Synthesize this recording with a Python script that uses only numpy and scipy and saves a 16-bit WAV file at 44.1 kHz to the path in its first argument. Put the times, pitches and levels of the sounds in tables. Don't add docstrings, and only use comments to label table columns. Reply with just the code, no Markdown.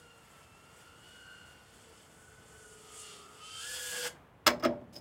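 import sys
import numpy as np
from scipy import signal
from scipy.fft import rfft, irfft
from scipy.io import wavfile

SR = 44100
rng = np.random.default_rng(int(sys.argv[2]) if len(sys.argv) > 2 else 0)


def log_audio(samples):
    frames = np.atleast_2d(samples).T
    limited = np.clip(frames, -1, 1)
    pcm = np.round(limited * 32767).astype(np.int16)
    wavfile.write(sys.argv[1], SR, pcm)


def decibels_to_gain(level_db):
    exponent = np.asarray(level_db, float) / 20
    return 10 ** exponent


N = 220896

# t/s, front left f/Hz, front right f/Hz, rear left f/Hz, rear right f/Hz
ROTOR_SPEED = [(0, 486, 465, 486, 463), (.25, 472, 464, 447, 442), (.47, 459, 437, 449, 431),
               (.7, 463, 466, 461, 433), (.9, 503, 483, 466, 443), (1.15, 514, 484, 477, 472),
               (1.4, 514, 487, 476, 466), (1.9, 495, 490, 450, 452), (2.2, 492, 470, 438, 438),
               (2.57, 503, 491, 451, 431), (2.7, 491, 482, 435, 414), (3.0, 492, 472, 441, 413),
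               (3.26, 444, 449, 408, 377), (3.44, 508, 509, 455, 421), (3.6, 540, 522, 460, 434),
               (3.7, 573, 558, 508, 481), (3.9, 554, 540, 496, 480), (4.1, 549, 533, 491, 473)]
# t/s, half width/s, level/dB
BLADE_BEAMS = [
    [(.72, 0.21, -82), (1.3, 0.16, -59), (2.27, 0.11, -62), (2.6, 0.073, -68), (3.27, 0.061, -64),
     (3.72, .1, -49), (3.95, 0.11, -46)],
    [(.68, 0.085, -65), (1.33, 0.36, -65.5), (2.2, 0.061, -82), (2.66, 0.093, -63.5), (3.1, 0.07, -64),
     (3.68, .08, -56.5), (4.04, 0.087, -42.5)],
    [(.2, 0.4, -79), (.9, .07, -65), (1.3, 0.083, -67), (2.93, 0.086, -64.5), (3.28, 0.21, -66.5),
     (3.68, 0.17, -59), (4.02, 0.064, -47)],
    [(.05, .1, -69.5), (.4, .07, -75), (.82, 0.16, -72), (1.3, 0.19, -62.5), (1.9, 0.044, -74),
     (3.07, 0.17, -62.5), (3.55, 0.18, -57), (3.88, 0.18, -58)],
]
# t/s, half width/s, level/dB
OCTAVE_BEAMS = [
    [(.12, 0.12, -66), (.3, 0.071, -86), (.58, 0.18, -66), (.9, 0.091, -72), (1.1, 0.11, -63),
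     (1.33, 0.17, -65), (1.9, .2, -74), (2.65, 0.22, -75), (3.07, 0.081, -59), (3.54, 0.12, -49),
     (3.78, 0.076, -51), (4.04, 0.037, -48)],
    [(.12, 0.042, -67), (.4, 0.093, -87), (.9, .06, -70), (1.12, 0.14, -69), (1.35, 0.15, -61),
     (1.6, 0.11, -73), (3.5, 0.098, -59), (3.75, 0.066, -77), (3.97, .12, -62)],
]
BLADE_OFF_BEAM_DB, OCTAVE_OFF_BEAM_DB = -76.5, -91.5
ROTOR_IMBALANCE = [-16, -16, 2.5, -5]
ROTOR_OVERTONE = [-11.5, -3, 0, -7]
# t/s, level/dB
WOBBLE_LEVEL = [(0, -72), (.6, -79), (1.3, -79), (1.78, -80), (1.9, -63.5), (2.25, -69), (2.7, -62),
                (3.0, -63.5), (3.3, -68), (3.42, -65.5), (3.52, -76), (3.75, -60.5), (3.9, -59.5),
                (4.02, -48.5)]
# multiple of turning rate, level/dB
WHINE_ORDERS = [(5, -22), (6, -24.5), (7, -19), (8, -18.5), (9, -16.5), (10, -20), (11, -20), (12, -17.5),
                (15, -21), (18, -26.5), (21, -27.5)]
# t/s, half width/s, level/dB
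MOTOR_STRAIN = [
    (3.08, .1, 0),
    (3.5, 0.091, -16),
    (3.75, 0.068, -6),
    (4.03, 0.038, -16),
]

# t/s, level/dB, extra level of blade tips turned to the microphone/dB
WASH_LEVEL = [(0, -66, 1), (.3, -69, -0.5), (1.2, -65, -2), (2.02, -65, -.5), (2.25, -67.5, 5.5),
              (2.42, -65.5, 1), (2.67, -64, 8.5), (2.8, -63, 3), (2.92, -60, 1.5), (2.98, -57, 6.5),
              (3.13, -55, -2.5), (3.3, -63.5, -0.5), (3.38, -60, -1.5), (3.45, -52, -2.5),
              (3.57, -49.5, -1.5), (3.63, -45.5, -1.5), (3.8, -45, 0.5), (4.03, -39.5, -1)]
# f/Hz, level per Hz/dB
WASH_SPECTRUM = [(300, -11.5), (700, -3), (1300, -3), (2000, 1.5), (2600, 0.5), (2800, 3), (3500, -0.5),
                 (5800, -5.5), (7200, 0.5), (8300, 0.5), (10000, -5), (10600, -7), (12400, -9),
                 (14000, -16)]
WASH_SPLITS = [2700, 5700, 10600]
# t/s, half width/s, level/dB
DOWNWASH_SLAPS = [
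    (3.78, 0.036, -56),
    (3.86, 0.022, -56),
    (3.96, 0.035, -45),
    (4.057, .022, -37.5),
]
LOW_WASH_DB, LOW_BELOW_DB = -67, -17
TOP_HISS_DB, TOP_BELOW_DB = -77, -21.5
OVER_TABLE_S, OVER_TABLE_RISE_S, OVER_TABLE_DB = 3.67, 0.092, 14.5
# delay t/s, level/dB
NEAR_BOUNCES = [
    (.0009, -26),
    (.0023, -21.5),
    (.0061, -44.5),
]
# f/Hz, width/Hz, level/dB
GUARD_PEAKS = [(2380, 560, -4.5), (3970, 440, -10), (5650, 270, -1.5), (8300, 330, 0.5), (9300, 400, 0),
               (9990, 360, 2.5), (12600, 580, 3.5), (15400, 450, 9)]
STOP_S, STOP_FALL_S = 4.078, 0.0025
HISS_TAIL_DB, HISS_TAIL_S = 2, 0.016

# t/s, crack level/dB, spring level/dB
FEET_HITS = [
    (3.995, -50, -48),
    (4.02, -50, -44),
    (4.0414, -31, -47),
    (4.0474, -34, -40),
    (4.064, -43, -38),
]
FEET_TABLE_DB, FEET_SHELL_DB = -16.5, -12
# t/s, crack, table, shell and switch spring level/dB
HANDSET_HITS = [(4.4635, -22.5, -35, -31, -40.5), (4.4654, -42, -24, -12.5, -15.5),
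                (4.4677, -9, -42, -13, -22.5), (4.4752, -10, -18, -14.5, -32.5),
                (4.4778, -33, -54, -43, -36), (4.4881, -23, -44, -26.5, -49), (4.5037, -31, -31, -34, -42),
                (4.5975, -44, -42, -49, -46), (4.606, -56, -57, -48, -61), (4.625, -46, -55, -36, -55),
                (4.6302, -42, -28, -37, -53), (4.6362, -50, -33, -32, -27.5),
                (4.6457, -36, -63, -29.5, -54), (4.65, -25, -23, -23, -45),
                (4.6533, -46, -20.5, -30.5, -47), (4.659, -43, -47, -36, -35),
                (4.6671, -65.5, -51, -55, -50), (4.8131, -71, -44, -62, -88)]
# t/s, crack level/dB, switch spring level/dB
SWITCH_CLICKS = [
    (4.9264, -55, -59),
    (4.9325, -50, -56),
    (4.9414, -53, -49),
    (4.9548, -46, -42),
    (4.962, -41.5, -36),
    (4.9715, -50, -54),
    (4.985, -63, -60),
]
FINGER_TABLE_DB, FINGER_SHELL_DB = -4, -20
# f/Hz, level/dB, t60/s
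TABLE_MODES = [(242.7, -1, .28), (334.8, -1.5, 0.23), (369, -12.5, 0.36), (471, -22.5, 0.088),
               (584.6, -2, 0.4), (660, -5.5, .2), (601, -8, 0.36), (732, -2.5, .1)]
# f/Hz, level/dB, t60/s
SHELL_MODES = [(950, -8.5, 0.11), (1074, 1, .13), (1197, -1.5, 0.072), (1318, -9, 0.065),
               (1320, -3.5, 0.096), (1486, -6, .07), (1683, -6, .09), (1846, -21, 0.14), (2120, -6, .07),
               (2272, -9, 0.18), (2284, -10, 0.16), (2390, -7.5, 0.077), (2834, -4.5, .06),
               (3225, -8, 0.054), (3370, -2.5, 0.038)]
# f/Hz, level/dB, t60/s
SPRING_MODES = [(4576, -14, .04), (4990, -4, .06), (5130, -2, .07), (5255, -5, .06), (5380, -7, .06),
                (6210, -14, .05), (8200, -18, .03), (10400, -20, .03), (14300, -13, .03), (15400, -15, .03)]
# low f/Hz, high f/Hz, level/dB, t60/s
RATTLE_BANDS = [
    (69.4, 275, -33, 0.94),
    (277, 796, -21.5, 0.39),
    (908, 2200, -15, 0.094),
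    (2200, 6100, -2.5, 0.041),
    (6940, 8600, -10, 0.012),
    (12170, 16700, -11, 0.032),
]
# t/s, level/dB
LEVER_KNOCKS = [
    (4.6298, -33.5),
    (4.6431, -25),
    (4.653, -37),
]
LEVER_HZ, LEVER_T60_S = 1276, .09
SLIDE_S, SLIDE_END_S, SLIDE_DB, SLIDE_LOW_HZ = 4.927, 4.99, -60.5, 2000

# f/Hz, t60/s
ROOF_DECAY = [
    (300, .25),
    (1200, .22),
    (4000, .2),
    (12000, .15),
]
# f/Hz, level per Hz/dB
AIR_SPECTRUM = [(20, -21), (45, 0), (75, 0.5), (160, -1.5), (230, -5.5), (500, -7), (1100, -9.5),
                (2000, -17.5), (3300, -24), (3900, -31), (5000, -35.5), (16000, -39)]
AIR_SPLIT_HZ = 140
RUMBLE_DB, BREEZE_DB = -65, -62
BREEZE_GAIN_DB, BREEZE_GAIN_S = 8, 0.13
MIC_LOW_HZ, MIC_TOP_HZ = 55, 15900


def drone():
    turns = rotor_turns()
    since_stop = np.maximum(np.arange(N) / SR - STOP_S, 0)
    running = np.exp(-since_stop / STOP_FALL_S)
    tail_gain = decibels_to_gain(HISS_TAIL_DB)
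    hiss_fade = (running + tail_gain * np.exp(-since_stop / HISS_TAIL_S)) / (1 + tail_gain)
    direct = wash(turns)
    bounces = sum(decibels_to_gain(level_db) * np.roll(direct, int(late * SR)) for late, level_db in NEAR_BOUNCES)
    return running * rotor_tones(turns) + hiss_fade * (direct + bounces)


def rotor_turns():
    steps = [2 * np.pi / SR * speed * (1 + 0.002555 * drift(25.5)) for speed in in_time(ROTOR_SPEED)]
    return np.cumsum(steps, axis=1)


def rotor_tones(turns):
    speeds = in_time(ROTOR_SPEED)
    wobble_db, = in_time(WOBBLE_LEVEL)
    blades_db = [swells(rows, BLADE_OFF_BEAM_DB) for rows in BLADE_BEAMS]
    front_db, rear_db = [swells(rows, OCTAVE_OFF_BEAM_DB) for rows in OCTAVE_BEAMS]
    octaves_db = np.array([front_db, front_db, rear_db, rear_db]) + np.array(ROTOR_OVERTONE)[:, None]
    whine_db = in_time(WASH_LEVEL)[0] + swells(MOTOR_STRAIN, 0)
    colour_hz, colour_db = np.transpose(WASH_SPECTRUM)
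    out = 0
    for rotor, (angle, speed) in enumerate(zip(turns, speeds)):
        slow, swell, sway = drift(24), drift(55), drift(75)
        blade = np.sin(3 * angle + .35 * sway)
        octave = np.sin(6 * angle + .3 * sway) + .2 * np.sin(9 * angle + .4 * sway)
        out = out + decibels_to_gain(blades_db[rotor]) * (1 + .3 * swell) * blade
        out = out + decibels_to_gain(octaves_db[rotor] + 1.0 * slow) * octave
        out = out + decibels_to_gain(wobble_db + ROTOR_IMBALANCE[rotor]) * (1 + 0.062 * slow) * np.sin(angle)
        for order, level_db in WHINE_ORDERS:
            seen_db = np.interp(order * speed, colour_hz, colour_db) + 0.68 * np.roll(slow, order * 4001)
            out = out + decibels_to_gain(whine_db + level_db + seen_db) * np.sin(order * angle + .5 * sway)
    return np.sqrt(2) * out


def wash(turns):
    edges = [1., *WASH_SPLITS, 30000.]
    gust = .5 * drift(3.0)
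    hiss = 0
    for level_db, low_hz, high_hz in zip(wash_levels(), edges, edges[1:]):
        flutter_db = 3.0 * gust + 1.17 * drift(31)
        hiss = hiss + decibels_to_gain(level_db - 2.0 + flutter_db) * coloured(WASH_SPECTRUM, low_hz, high_hz)
    beat = 1 + 0.051 * np.sum(np.sin(turns), axis=0)
    return beat * hiss


def wash_levels():
    level_db, tips_db = in_time(WASH_LEVEL)
    opened = (1 + np.tanh((np.arange(N) / SR - OVER_TABLE_S) / OVER_TABLE_RISE_S)) / 2
    low = decibels_to_gain(swells(DOWNWASH_SLAPS, LOW_WASH_DB)) + decibels_to_gain(level_db + LOW_BELOW_DB)
    top = decibels_to_gain(TOP_HISS_DB) + decibels_to_gain(level_db + tips_db + TOP_BELOW_DB + OVER_TABLE_DB * opened)
    return 20 * np.log10(low), level_db, level_db + tips_db, 20 * np.log10(top)


def propeller_guards(x):
    for hz, width_hz, level_db in GUARD_PEAKS:
        w, a = 2 * np.pi * hz / SR, decibels_to_gain(level_db / 2)
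        q = np.sin(w) * width_hz / (2 * hz)
        middle = -2 * np.cos(w)
        x = signal.lfilter([1 + q * a, middle, 1 - q * a], [1 + q / a, middle, 1 - q / a], x)
    return x


def knocks():
    s, crack_db, table_db, shell_db, spring_db = contacts()
    table_low_cut = signal.butter(8, 232, "high", fs=SR, output="sos")
    table = signal.sosfilt(table_low_cut, body(TABLE_MODES, table_db - 8.0, spread_db=2.5))
    shell = body(SHELL_MODES, shell_db - 12, spread_db=2.0)
    spring = body(SPRING_MODES, spring_db - 6, spread_db=1.5)
    return snap(crack_db + 4.0) + table + shell + spring + rattle(crack_db - 10, table_db, shell_db)


def contacts():
    feet = [(s, db, db + FEET_TABLE_DB, db + FEET_SHELL_DB, spring) for s, db, spring in FEET_HITS]
    finger = [(s, db, db + FINGER_TABLE_DB, db + FINGER_SHELL_DB, spring) for s, db, spring in SWITCH_CLICKS]
    return np.transpose(feet + HANDSET_HITS + finger)


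def contact_clicks(level_db):
    clicks = np.zeros(N)
    clicks[(contacts()[0] * SR).astype(int)] = decibels_to_gain(level_db)
    return clicks


def snap(crack_db):
    return ring(contact_clicks(crack_db), 2400, 0.00078)


def body(modes, blow_db, spread_db):
    luck = rng.standard_normal((len(blow_db), len(modes)))
    out = 0
    for k, (hz, level_db, t60) in enumerate(modes):
        clicks = contact_clicks(blow_db + level_db + spread_db * luck[:, k])
        out = out + ring(clicks * (-1) ** k, hz, t60)
    return out


def rattle(crack_db, table_db, shell_db):
    blows = [table_db, table_db, shell_db, crack_db, crack_db, crack_db]
    out = 0
    for blow_db, (low_hz, high_hz, level_db, t60) in zip(blows, RATTLE_BANDS):
        burst = contact_clicks(blow_db + level_db)
        envelope = signal.lfilter([1], [1, -decibels_to_gain(-60 / (t60 * SR))], burst + 1e-18)
        dying = envelope * rng.standard_normal(N)
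        band = signal.butter(2, [low_hz, high_hz], "band", fs=SR, output="sos")
        out = out + signal.sosfilt(band, dying) * np.sqrt(SR / 2 / (high_hz - low_hz))
    return out


def lever():
    s, level_db = np.transpose(LEVER_KNOCKS)
    clicks, t = np.zeros(N), np.arange(N) / SR
    clicks[(s * SR).astype(int)] = decibels_to_gain(level_db)
    rubbing = np.clip((t - SLIDE_S) / 0.006, 0, 1) * np.exp(-np.maximum(t - SLIDE_END_S, 0) / .008)
    band = signal.butter(2, [SLIDE_LOW_HZ, 11000], "band", fs=SR, output="sos")
    rub = signal.sosfilt(band, rng.standard_normal(N))
    return ring(clicks, LEVER_HZ, LEVER_T60_S) + decibels_to_gain(SLIDE_DB + 1.9 * drift(60)) * rubbing * rub


def roof(x):
    t = np.arange(SR // 2) / SR
    tail = 0
    for hz, t60 in ROOF_DECAY:
        band = signal.butter(1, [hz / 2, min(hz * 2.0, 20000)], "band", fs=SR, output="sos")
        noise = signal.sosfilt(band, rng.standard_normal(len(t)))
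        tail = tail + noise * decibels_to_gain(-60 * t / t60) * (t > .004)
    return signal.fftconvolve(x, tail / np.sqrt(np.sum(tail ** 2)))[:N]


def park_air():
    rumble_db = RUMBLE_DB + 1.6 * drift(5.1)
    after_stop = [(STOP_S, BREEZE_GAIN_S, BREEZE_DB + BREEZE_GAIN_DB - 7)]
    breeze_db = swells(after_stop, BREEZE_DB) + 0.6 * drift(5.9)
    rumble = decibels_to_gain(rumble_db) * coloured(AIR_SPECTRUM, high_hz=AIR_SPLIT_HZ)
    return rumble + decibels_to_gain(breeze_db) * coloured(AIR_SPECTRUM, low_hz=AIR_SPLIT_HZ)


def in_time(rows):
    s, *columns = np.transpose(rows)
    return np.array([np.interp(np.arange(N) / SR, s, c) for c in columns])


def swells(rows, rest_db):
    t = np.arange(N) / SR
    bells = sum(decibels_to_gain(db) * np.exp(-((t - s) / width) ** 2) for s, width, db in rows)
    return 20 * np.log10(decibels_to_gain(rest_db) + bells)


def rms_one(x):
    return x / np.sqrt(np.mean(x ** 2) + 1e-20)


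def coloured(points, low_hz=0.94, high_hz=30000.):
    hz = np.arange(1, N // 2 + 2) * SR / N
    point_hz, point_db = np.transpose(points)
    gain = decibels_to_gain(np.interp(np.log(hz), np.log(point_hz), point_db))
    edges = np.sqrt((1 + (low_hz / hz) ** 20) * (1 + (hz / high_hz) ** 20))
    return rms_one(irfft(rfft(rng.standard_normal(N)) * gain / edges, N))


def drift(rate_hz):
    r = np.exp(-2 * np.pi * rate_hz / SR)
    return rms_one(signal.lfilter([1], [1, -2 * r, r * r], rng.standard_normal(N + SR))[SR:])


def ring(clicks, hz, t60):
    r, w = decibels_to_gain(-60 / (t60 * SR)), 2 * np.pi * hz / SR
    return signal.lfilter([0, np.sin(w)], [1, -2 * r * np.cos(w), r * r], clicks + 1e-18)


def scene():
    flight, hits = propeller_guards(drone()), knocks()
    echoes = roof(decibels_to_gain(-11) * flight + decibels_to_gain(-18.5) * hits)
    return (flight + hits + echoes + park_air() + lever())[None]


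def roll_off(x):
    return signal.sosfilt(signal.butter(12, 16850, fs=SR, output="sos"), x)


def record(dry):
    bass_cut = signal.butter(4, MIC_LOW_HZ, "high", fs=SR, output="sos")
    top_cut = signal.ellip(8, .5, 50, MIC_TOP_HZ, fs=SR, output="sos")
    mix = signal.sosfilt(np.vstack([bass_cut, top_cut]), dry)
    return roll_off(mix)


dry = scene()
out = record(dry)
log_audio(out)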